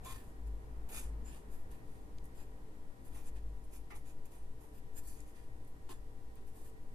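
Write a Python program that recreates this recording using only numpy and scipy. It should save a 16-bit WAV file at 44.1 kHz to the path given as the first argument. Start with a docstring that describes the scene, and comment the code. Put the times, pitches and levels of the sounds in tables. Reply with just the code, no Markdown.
"""At a desk in a quiet room, a felt-tip marker draws short lines on paper, close to a two-port microphone.
The felt rasps over the paper fibres: random snaps make a bright hiss and set sheet, desk and barrel ringing.
Ticks of dying noise mark the tip's contacts, and single blows knock the desk.
Shaped noise makes the broad rumble, deep rumble, slow air pressure swings and microphone hiss.
Sines make the low boom that swells and the thin motor tones, with narrow bands of wavering noise,
some near the tones and some apart."""
import sys
import numpy as np
from scipy import signal
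from scipy.fft import rfft, irfft
from scipy.io import wavfile

SR = 44100
rng = np.random.default_rng(int(sys.argv[2]) if len(sys.argv) > 2 else 0)


def inscribe(sig):
    """Save sig as 16-bit PCM at rate SR to the path in sys.argv[1].

    A 1-D sig is mono; a 2-D sig holds one channel per row.
    Samples are clipped to [-1, 1] before scaling.
    """
    pcm = np.round(np.clip(np.atleast_2d(sig).T, -1, 1) * 32767)
    wavfile.write(sys.argv[1], SR, pcm.astype(np.int16))


N = 306054  # length of the sound in samples

# resonances of the pen barrel: (centre [Hz], width [Hz], relative level [dB])
BARREL_MODES = [(1048, 39, 8), (1710, 33, -12), (2370, 41, -29), (3450, 11, -7.5)]
# resonances of the desk: (centre [Hz], width [Hz], relative level [dB])
DESK_MODES = [(371, 55, -2.5), (738, 86, -7), (890, 160, -4.5), (1260, 83, -28)]


def strokes():
    """The snaps sound as hiss off the tip and drive the resonances of sheet, desk and barrel, which ring on."""
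    # colour of the tip hiss: (frequency [Hz], relative level per Hz [dB])
    tip_colour = [(2400, -23), (4000, -23), (4700, -19.5), (5250, 0.5), (5700, -10.5), (6300, -7),
                  (7300, 1.5), (8400, 1.5), (10400, 3), (13000, 4), (14300, -11), (15500, -9.5)]
    # felt resonances added to the plain snaps: (centre [Hz], width [Hz], level [dB])
    felt_modes = [(6590, 92, 7.5), (7250, 49, -14), (8650, 18, -10), (9500, 150, -19), (10040, 43, 6.5),
                  (11700, 120, -9), (14900, 84, -32)]
    # resonances of the paper: (centre [Hz], width [Hz], relative level [dB])
    sheet_modes = [(1360, 720, 12), (1760, 49, 13.5), (2445, 250, 12), (3230, 310, 1.5), (4330, 1300, -4)]
    bright_from_hz = 11000

    tip_gain, bright_gain, sheet_gain, desk_gain, barrel_gain = stroke_levels()
    snaps = fibres()
    felt = patchy(snaps + body(snaps, felt_modes))
    hiss = rms_one(coloured(felt, tip_colour))
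    high_pass = signal.butter(2, bright_from_hz, "high", fs=SR, output="sos")
    top = signal.sosfiltfilt(high_pass, hiss)

    sheet = ringing(sheet_gain, snaps, sheet_modes)
    desk = ringing(desk_gain, snaps, DESK_MODES)
    barrel = ringing(barrel_gain, snaps[1], BARREL_MODES)  # one train of snaps for both ports
    tip = tip_gain * (hiss - top) + bright_gain * top
    return tip + sheet + desk + barrel + barrel_gain * squeak() + accents(snaps)


def stroke_levels():
    """All voices of a stroke follow its speed and the uneven drag of the tip."""
    # one row a stroke: (full speed reached [s], run-up [s], hold [s], run-out [s],
    # tip hiss [dB], extra brightness [dB], sheet ring [dB], desk ring [dB])
    stroke_table = [ (0.061, 0.034, 0.057, 0.18, -54.5, -2.5, -58.5, -66.5),
                    (0.277, 0.032, 0.016, 0.06, -71, -6.5, -85, -99),
                    (0.472, 0.023, .004, 0.027, -68.5, -3, -75, -84),
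                    (0.892, 0.0054, 0.041, 0.044, -59.5, 6.5, -63.5, -60),
                    (0.95, 0.046, 0.04, 0.094, -44.5, -17, -54.5, -66),
                    (1.271, 0.035, 0.094, 0.078, -59.5, -12, -67.5, -68),
                    (1.528, 0.042, 0.02, 0.13, -65, -1, -73.5, -88),
                    (1.713, 0.021, .01, 0.12, -69, 2, -70.5, -69.5),
                    (1.898, 0.13, 0.055, 0.19, -72, -7, -80, -77),
                    (2.244, 0.019, 0.017, 0.048, -67.5, -4, -92, -83),
                    (2.383, 0.051, 0.03, 0.063, -63.5, -1, -69.5, -67.5),
                    (3.055, 0.022, 0.028, 0.026, -68, 3, -75, -87),
                    (3.152, 0.055, 0.025, 0.12, -61, -1.5, -69.5, -63.5),
                    (3.266, 0.036, 0.023, 0.021, -57.5, -8, -66.5, -76),
                    (3.363, 0.02, 0.006, 0.043, -65, -21, -65.5, -70),
                    (3.643, 0.019, 0.0051, 0.028, -70, 1, -90, -84),
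                    (3.738, 0.037, 0.032, 0.059, -60, -3, -70.5, -72),
                    (3.906, 0.0088, 0.012, 0.047, -71, 1, -70, -58),
                    (3.956, 0.017, 0.004, 0.064, -57.5, -5, -81, -58.5),
                    (4.064, 0.027, 0.04, 0.052, -62, -12, -72, -72),
                    (4.257, 0.016, 0.003, 0.04, -66, 2, -72, -84),
                    (4.322, 0.02, 0.013, 0.14, -64.5, -3, -73, -68.5),
                    (4.617, 0.034, 0.02, 0.15, -69.5, -1, -88, -69),
                    (4.754, 0.054, 0.034, 0.038, -73.5, 5, -76, -78),
                    (4.977, 0.042, 0.014, 0.04, -55, 0, -65.5, -72),
                    (5.039, .04, 0.025, 0.026, -62.5, 1, -76, -81),
                    (5.076, 0.014, 0.013, .11, -55, 0, -67.5, -78),
                    (5.164, 0.043, 0.055, 0.093, -63, -10, -72, -77),
                    (5.281, 0.047, 0.03, 0.04, -69.5, -2, -77, -81),
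                    (5.354, 0.014, 0.044, 0.11, -66.5, -9, -70, -74),
                    (5.678, 0.017, 0.012, 0.04, -76, 7, -91, -85),
                    (5.896, 0.0079, 0.023, 0.068, -55, -10, -68.5, -55.5),
                    (6.363, 0.007, 0.016, .04, -74, -20, -74, -85),
                    (6.47, 0.011, 0.029, 0.024, -70, 0, -82, -73),
                    (6.573, 0.073, 0.047, 0.033, -65, -2, -79, -67),
                    (6.649, 0.043, 0.042, 0.03, -65.5, 0, -74.5, -76), ]
    # barrel singing: (full speed reached [s], run-up [s], hold [s], run-out [s], level [dB])
    barrel_table = [(0.058, 0.015, 0.03, 0.095, -56.5), (3.165, .04, .01, 0.096, -75),
                    (5.895, 0.012, 0.031, 0.02, -59)]
    drag_db, drags_per_s = 1, 44

    *timing, hiss_db, top_db, sheet_db, desk_db = np.transpose(stroke_table)[:, :, None]
    *barrel_timing, barrel_db = np.transpose(barrel_table)[:, :, None]
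    t = np.arange(0, N + 32, 32) / SR  # every 32 samples is fine enough for levels
    drag = from_db(drag_db * np.interp(t * drags_per_s, np.arange(600), rng.standard_normal(600)))
    voices = [speed(*timing, t) * from_db(db) for db in (hiss_db, hiss_db + top_db, sheet_db, desk_db)]
    voices.append(speed(*barrel_timing, t) * from_db(barrel_db))

    levels = []
    for voice in voices:
        together = np.sqrt(np.sum(voice ** 2, axis=0))  # overlapping strokes add as power
        levels.append(np.interp(np.arange(N) / SR, t, drag * together))
    return levels


def speed(s, up_s, hold_s, out_s, t):
    """Gain of a movement that speeds up, holds and slows down."""
    depth_db = 21.5  # level lost one run-up before, or one run-out after, full speed
    up_bend, out_bend = 1.3, 1.15  # powers that curve the rise and fall
    early = np.maximum(s - t, 0) / up_s
    late = np.maximum(t - s - hold_s, 0) / out_s
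    loss_db = depth_db * (early ** up_bend + late ** out_bend)
    return from_db(-np.minimum(loss_db, 200))


def fibres():
    """Fibres snap at random under the felt; one train reaches both ports by short paths, the rest is scattered."""
    # paths straight from the tip and off desk and hand:
    # (left base delay [ms], right base delay [ms], left relative gain, right relative gain)
    paths = [(.2, 0, 1, 1), (.55, .75, .5, -.5), (1.3, 1.0, -.4, .4), (2.1, 2.6, .3, .3)]
    fibres_per_s, spread_db = 7000, 2
    clump_db, clumps_per_s = 1, 220  # fibres catch in clumps
    path_wander, wanders_per_s = 0.12, 5  # the moving hand stretches the paths: share of each delay
    direct_share = 0.59  # share of the power

    sizes = from_db(spread_db * np.minimum(rng.exponential(1, (3, N)), 5))
    signs = rng.choice([-1, 1], (3, N))
    clumps = from_db(clump_db * wander(clumps_per_s))
    stretch = 1 + path_wander * wander(wanders_per_s)
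    happens = rng.random((3, N)) < fibres_per_s / SR
    direct, *scattered = clumps * sizes * signs * happens

    both = np.zeros((2, N))
    for left_ms, right_ms, left_gain, right_gain in paths:
        both[0] += left_gain * delayed(direct, left_ms, stretch)
        both[1] += right_gain * delayed(direct, right_ms, stretch)
    scattered = rms_one(np.array(scattered))
    return np.sqrt(direct_share) * rms_one(both) + np.sqrt(1 - direct_share) * scattered


def delayed(x, ms, stretch):
    """Reads x late by a delay that stretches and shrinks."""
    delay = np.round(ms * stretch * SR / 1000).astype(int)
    return x[(np.arange(N) - delay) % N]


def patchy(x):
    """As the tip tilts and turns, each third of an octave of the sound swells and fades on its own."""
    patch_db, patches_per_s = 0.9, 20
    edges_hz = 2000 * 2 ** (np.arange(11) / 3)
    steps = np.arange(N) / SR * patches_per_s
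    out = 0
    for low, high, chance in zip(edges_hz, edges_hz[1:], rng.standard_normal((10, 400))):
        band = signal.sosfilt(signal.butter(2, [low, high], "band", fs=SR, output="sos"), x)
        level_db = patch_db * np.interp(steps, np.arange(400), chance)
        out = out + from_db(level_db) * band
    return out


def ringing(gain, snaps, modes):
    """The gain shapes the snaps before they enter the resonances, so the ringing lasts beyond the stroke."""
    # the tiny constant keeps the filters away from zero
    return body(gain * snaps + 1e-18, modes) / np.std(body(snaps, modes))


def squeak():
    """The pen squeaks: a wavering near sine around the lowest barrel mode."""
    level_db, waver_hz = -7, 15  # level is relative to the barrel gain
    hz = BARREL_MODES[0][0] + waver_hz * wander(60)
    gain = from_db(level_db + 1.3 * wander(67.6))
    return gain * sine(hz)


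def accents(snaps):
    """In some strokes one or several resonances stand out: snaps pass each twice, under the movement's speed."""
    # (full speed reached [s], run-up [s], hold [s], run-out [s], centre [Hz], width [Hz], level [dB])
    accent_table = [(0.048, .03, 0.018, .02, 760, 150, -57), (0.07, .02, 0.044, .12, 3200, 1500, -69),
                    (0.125, 0.018, .045, .04, 1780, 90, -70), (0.918, .012, 0.008, 0.015, 1760, 90, -64),
                    (0.94, .02, .06, .03, 3550, 300, -68), (0.97, 0.033, 0.038, .04, 7600, 900, -59),
                    (0.982, .02, 0.012, 0.02, 2450, 140, -66), (1.258, .015, 0.03, .06, 7000, 1500, -66),
                    (1.32, 0.033, 0.053, .04, 2600, 1400, -75), (1.355, .02, 0.01, .03, 1150, 250, -71),
                    (3.275, .02, .015, .015, 7400, 900, -68.5), (3.907, .004, 0.02, 0.06, 1150, 600, -60),
                    (3.908, .004, .022, .06, 1750, 600, -61), (3.91, .006, 0.022, 0.027, 1960, 70, -66),
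                    (3.915, 0.009, 0.022, 0.05, 800, 90, -59), (4.975, .03, .02, .02, 7300, 900, -65),
                    (4.978, .03, .015, .02, 13300, 1500, -61), (5.06, .05, .09, .06, 4300, 3000, -75),
                    (5.077, .008, 0.0092, 0.028, 7450, 900, -64),
                    (5.078, .012, .012, .08, 13000, 2000, -63), (5.893, 0.004, 0.006, 0.025, 350, 140, -60),
                    (5.894, .003, .025, .03, 2600, 2400, -66)]
    out, age = np.zeros((2, N)), np.arange(SR // 4) / SR
    for s, up_s, hold_s, out_s, hz, width, level_db in accent_table:
        at = max(round(s * SR) - SR // 16, 0)  # start early to leave room for the run-up
        piece = slice(at, at + len(age))
        band = rms_one(narrowed(snaps[:, piece], hz, width))
        out[:, piece] += from_db(level_db) * speed(s, up_s, hold_s, out_s, at / SR + age) * band
    return out


def ticks():
    """The tip lands or lifts: each contact is a short burst of dying noise around its own centre."""
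    # (time [s], level before the fade [dB], centre [Hz], fade to 1/e [s])
    tick_table = [(0.048, -49.5, 10700, 0.0027), (0.890, -59, 11100, 0.003), (1.715, -60.5, 8700, 0.0061),
                  (2.184, -54, 4740, 0.0014), (2.185, -61, 2760, .002), (2.242, -62, 8500, 0.0026),
                  (2.247, -70, 10000, .0015), (2.252, -66, 9500, .0015), (2.256, -57, 10500, .0015),
                  (3.905, -66, 2370, 0.0084), (3.963, -60, 6500, .002), (4.255, -63, 8340, 0.0049),
                  (5.2047, -51.5, 7610, 0.002), (5.648, -66, 9100, 0.0034), (5.676, -65, 9930, 0.0033),
                  (5.893, -73, 3480, 0.0033), (6.356, -57.5, 12350, 0.0017)]
    # likeness of left and right; height of the first snap over the noise; width as a share of the centre
    alike, snap, width_share = 0.2, 1.8, 0.7
    out, age = np.zeros((2, N)), np.arange(4000) / SR
    for s, level_db, hz, fade_s in tick_table:
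        at = round(s * SR)
        noise = pair(*rng.standard_normal((2, 4000)), alike) + snap * (age == 0)
        burst = rms_one(narrowed(noise, hz, width_share * hz))
        out[:, at:at + 4000] += from_db(level_db) * np.exp(-age / fade_s) * burst
    return out


def knocks():
    """Firm landings knock the desk: one blow each into its resonances."""
    # (time [s], blow level [dB])
    knock_table = [(0.049, -28), (0.891, -31), (3.907, -19.5), (5.892, -12)]
    blows = np.full(N, 1e-18)
    for s, level_db in knock_table:
        blows[round(s * SR)] = from_db(level_db)
    return body(blows, DESK_MODES)


def boom():
    """A near sine that swells and wanders over a narrow restless murmur, in one waveform for both ports."""
    # (time [s], pitch [Hz], level [dB])
    boom_curve = [(0.0, 50, -63), (0.3, 50.8, -84), (0.37, 55.2, -53), (0.46, 54.6, -40.5),
                  (0.54, 49.5, -40.5), (0.62, 51.9, -51.5), (0.74, 53.45, -45), (0.86, 54.2, -50),
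                  (0.97, 55, -98), (1.06, 53.4, -41), (1.18, 52.1, -43), (1.33, 55.4, -48.5),
                  (1.44, 48, -56), (1.53, 44.8, -77), (1.73, 48.2, -47), (1.8, 48.6, -74),
                  (2.22, 49.6, -52.5), (2.35, 46.9, -74), (2.53, 49.87, -51.5), (3.0, 50.56, -77),
                  (3.16, 49.6, -50), (3.24, 50.5, -66), (3.34, 51.74, -47), (3.52, 49.8, -43.5),
                  (3.68, 49.34, -60), (3.87, 49.7, -54.5), (4.0, 49, -64), (4.15, 49.4, -66),
                  (4.3, 54.8, -74), (4.45, 50, -54), (4.6, 48, -63), (4.8, 47.3, -63), (4.98, 46.76, -68),
                  (5.07, 48.4, -52.5), (5.35, 51.3, -64), (5.5, 50.1, -68), (5.9, 49.1, -62),
                  (6.2, 50, -64), (6.45, 50.2, -63), (6.7, 49.95, -63), (6.94, 47.5, -58)]
    bed_hz, bed_width_hz, bed_db = 56, 2.2, -65.5
    hz, level_db = in_time(boom_curve)
    # the resonances settle for a second before the sound begins
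    bed = narrowed(rng.standard_normal(N + SR), bed_hz, bed_width_hz)[SR:]
    return from_db(level_db) * sine(hz) + from_db(bed_db) * rms_one(bed)


def room():
    """Broad rumble: noise whose likeness between left and right changes with pitch."""
    # colour: (frequency [Hz], relative level per Hz [dB])
    room_colour = [(18, -27.5), (30, -21), (40, -6.5), (60, -5.5), (82, -12), (150, -18), (290, -18.5),
                   (355, -23), (520, -26.5), (1000, -31.5), (1380, -33.5), (1900, -40), (2700, -48.5),
                   (6000, -62)]
    # (time [s], level before a 2.5 dB lift [dB])
    room_level = [(0.0, -55), (0.5, -58.5), (0.95, -55), (1.43, -57), (1.89, -58), (3.42, -59.5),
                  (3.67, -61), (6.17, -60.5), (6.59, -61.5), (6.94, -60.5)]
    # (frequency [Hz], left-right likeness [-1 to 1])
    room_alike = [(40, 0.97), (130, 0.93), (330, 0.88), (480, 1), (620, 0.33), (780, 0.36), (1000, 0.74),
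                  (1180, -0.4), (1500, -0.67), (2300, 0.49), (4000, -0.23)]
    # (frequency [Hz], left minus right [dB])
    room_balance = [(30, 3), (170, -2.5), (270, 5), (430, -9), (560, -0.5), (720, -4), (900, 6.5),
                    (1100, -0.5), (2300, -1.5), (8000, -5)]
    mid, side = rfft(rng.standard_normal((2, N)))
    ports = panned(pair(mid, side, at_hz(room_alike)), at_hz(room_balance))
    rumble = rms_one(irfft(ports * from_db(at_hz(room_colour)), N))
    return from_db(in_time(room_level)[0] + 2.5) * rumble


def motor_tones():
    """Clean steady sines, and wavering narrow bands made of noise twice through a resonance."""
    # pitches of the sines [Hz]
    tone_hz = [438.7, 487.4, 633.5, 779.8, 974.8]
    # one row a sine: (level [dB], phase lead at the left port [rad])
    tone_table = [(-70, 1.35), (-76.5, 0.7), (-75.5, 2.34), (-77, -0.13), (-76.5, -1.65)]
    # (centre [Hz], width [Hz], level [dB], left-right likeness [-1 to 1])
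    band_table = [(115.4, 27.4, -66, 1), (266.2, 22, -73.5, 0.91), (298.4, 24, -71, 1),
                  (391, 31, -75.5, 0.82), (438.2, 23.7, -76, 0.12), (582, 7.7, -80, 0.21),
                  (1080, 7.9, -92, -0.7), (1888, 40, -76.5, -0.83)]
    turn = 2 * np.pi * np.arange(N) / SR
    out = np.zeros((2, N))
    for hz, (level_db, lead) in zip(tone_hz, tone_table):
        out += np.sqrt(2) * from_db(level_db) * np.sin(hz * turn + np.array([[lead], [0]]))
    noise = rng.standard_normal((2, N + SR))
    for hz, width, level_db, alike in band_table:
        narrow = narrowed(pair(*noise, alike), hz, width)
        out += from_db(level_db) * rms_one(narrow[:, SR:])
    return out


def deep():
    """Rumble at the bottom of hearing: low noise under a changing level, in one waveform for both ports."""
    # (time [s], level [dB])
    deep_level = [(0.1, -54), (0.31, -62), (1.11, -55), (1.32, -56), (1.51, -53), (1.59, -62), (2.58, -63),
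                  (2.63, -64), (2.98, -66), (3.17, -61), (4.37, -73), (5.8, -62.5), (5.83, -67),
                  (5.99, -47), (6.14, -77), (6.94, -66)]
    band = signal.butter(2, (14, 38), "band", fs=SR, output="sos")  # Hz
    noise = signal.sosfilt(band, rng.standard_normal(N + SR))[SR:]
    return from_db(in_time(deep_level)[0]) * rms_one(noise)


def swings():
    """Air pressure heaving below the range of pitch, stronger at the left port."""
    level_db, left_minus_right_db = -44, 3.6
    noise = pair(*rng.standard_normal((2, N + 2 * SR)), alike=0.95)
    band = signal.butter(3, (1.8, 10), "band", fs=SR, output="sos")  # Hz
    slow = rms_one(signal.sosfilt(band, noise)[:, 2 * SR:])
    return panned(from_db(level_db) * slow, left_minus_right_db)


def mic_hiss():
    """Steady coloured noise, its own in each channel."""
    # colour: (frequency [Hz], relative level per Hz [dB])
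    hiss_colour = [(500, -1), (3000, 1), (6000, -2.5), (9000, 0), (13000, -3), (14000, -3.5), (14800, -54)]
    level_db = -73.5  # before the top is cut
    return from_db(level_db) * rms_one(coloured(rng.standard_normal((2, N)), hiss_colour))


def from_db(db):
    """Decibels to gain."""
    return 10 ** (np.asarray(db) / 20)


def rms_one(x):
    """Scales to rms 1, an average power of one."""
    return x / np.sqrt(np.mean(x ** 2) + 1e-20)


def in_time(rows):
    """Columns of a curve at every sample."""
    s, *columns = np.transpose(rows)
    return np.array([np.interp(np.arange(N) / SR, s, column) for column in columns])


def at_hz(points):
    """A spectrum table read at every transform bin, in straight lines over log frequency."""
    hz = np.maximum(np.arange(N // 2 + 1) * SR / N, 1)
    table_hz, values = np.transpose(points)
    return np.interp(np.log(hz), np.log(table_hz), values)


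def coloured(x, colour):
    """Gives each frequency its level from a spectrum table."""
    return irfft(rfft(x) * from_db(at_hz(colour)), N)


def wander(rate):
    """A random line with this many new points a second, spread about 1."""
    return np.interp(np.arange(N) / SR * rate, np.arange(3000), rng.standard_normal(3000))


def sine(hz):
    """A sine of rms 1 whose pitch follows hz."""
    return np.sqrt(2) * np.sin(2 * np.pi * np.cumsum(hz) / SR)


def resonance(x, hz, width_hz):
    """Two-pole resonance, gain 1 on top; a narrower one rings longer."""
    r = np.exp(-np.pi * width_hz / SR)
    feed = [(1 - r * r) / 2, 0, (r * r - 1) / 2]
    feedback = [1, -2 * r * np.cos(2 * np.pi * hz / SR), r * r]
    return signal.lfilter(feed, feedback, x)


def narrowed(x, hz, width_hz):
    """Twice through the same resonance, for steeper sides."""
    return resonance(resonance(x, hz, width_hz), hz, width_hz)


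def body(x, modes):
    """Resonances side by side, as in a solid thing that rings at several pitches."""
    return sum(from_db(level_db) * resonance(x, hz, width) for hz, width, level_db in modes)


def pair(mid, side, alike):
    """Left and right with the given likeness: mid is shared, side is opposite."""
    return np.sqrt((1 + alike) / 2) * mid + np.sqrt((1 - alike) / 2) * side * np.array([[1], [-1]])


def panned(x, balance_db):
    """Half of the level difference, left minus right, goes to each side."""
    return x * from_db(np.array([[0.5], [-0.5]]) * balance_db)


def scene():
    """Pen, room and low end together."""
    # (frequency [Hz], left minus right [dB])
    pen_balance = [(60, 3), (110, -23), (200, 19), (380, 3), (700, -4.5), (1290, 3.5), (2380, -5),
                   (4400, 0), (8120, 1), (15000, -1.5)]
    pen = strokes() + ticks() + knocks()
    pen = irfft(panned(rfft(pen), at_hz(pen_balance)), N)
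    low_end = panned(boom() + deep(), balance_db=2.0)  # slightly louder at the left
    return pen + low_end + room() + motor_tones() + swings()


def record(dry):
    """The microphone adds its hiss; a steep low-pass cuts the top."""
    # order 12, 0.3 dB ripple, 70 dB down above the cutoff at 15550 Hz
    low_pass = signal.ellip(12, 0.3, 70, 15550, fs=SR, output="sos")
    return signal.sosfilt(low_pass, dry + mic_hiss())


dry = scene()
out = record(dry)
inscribe(out)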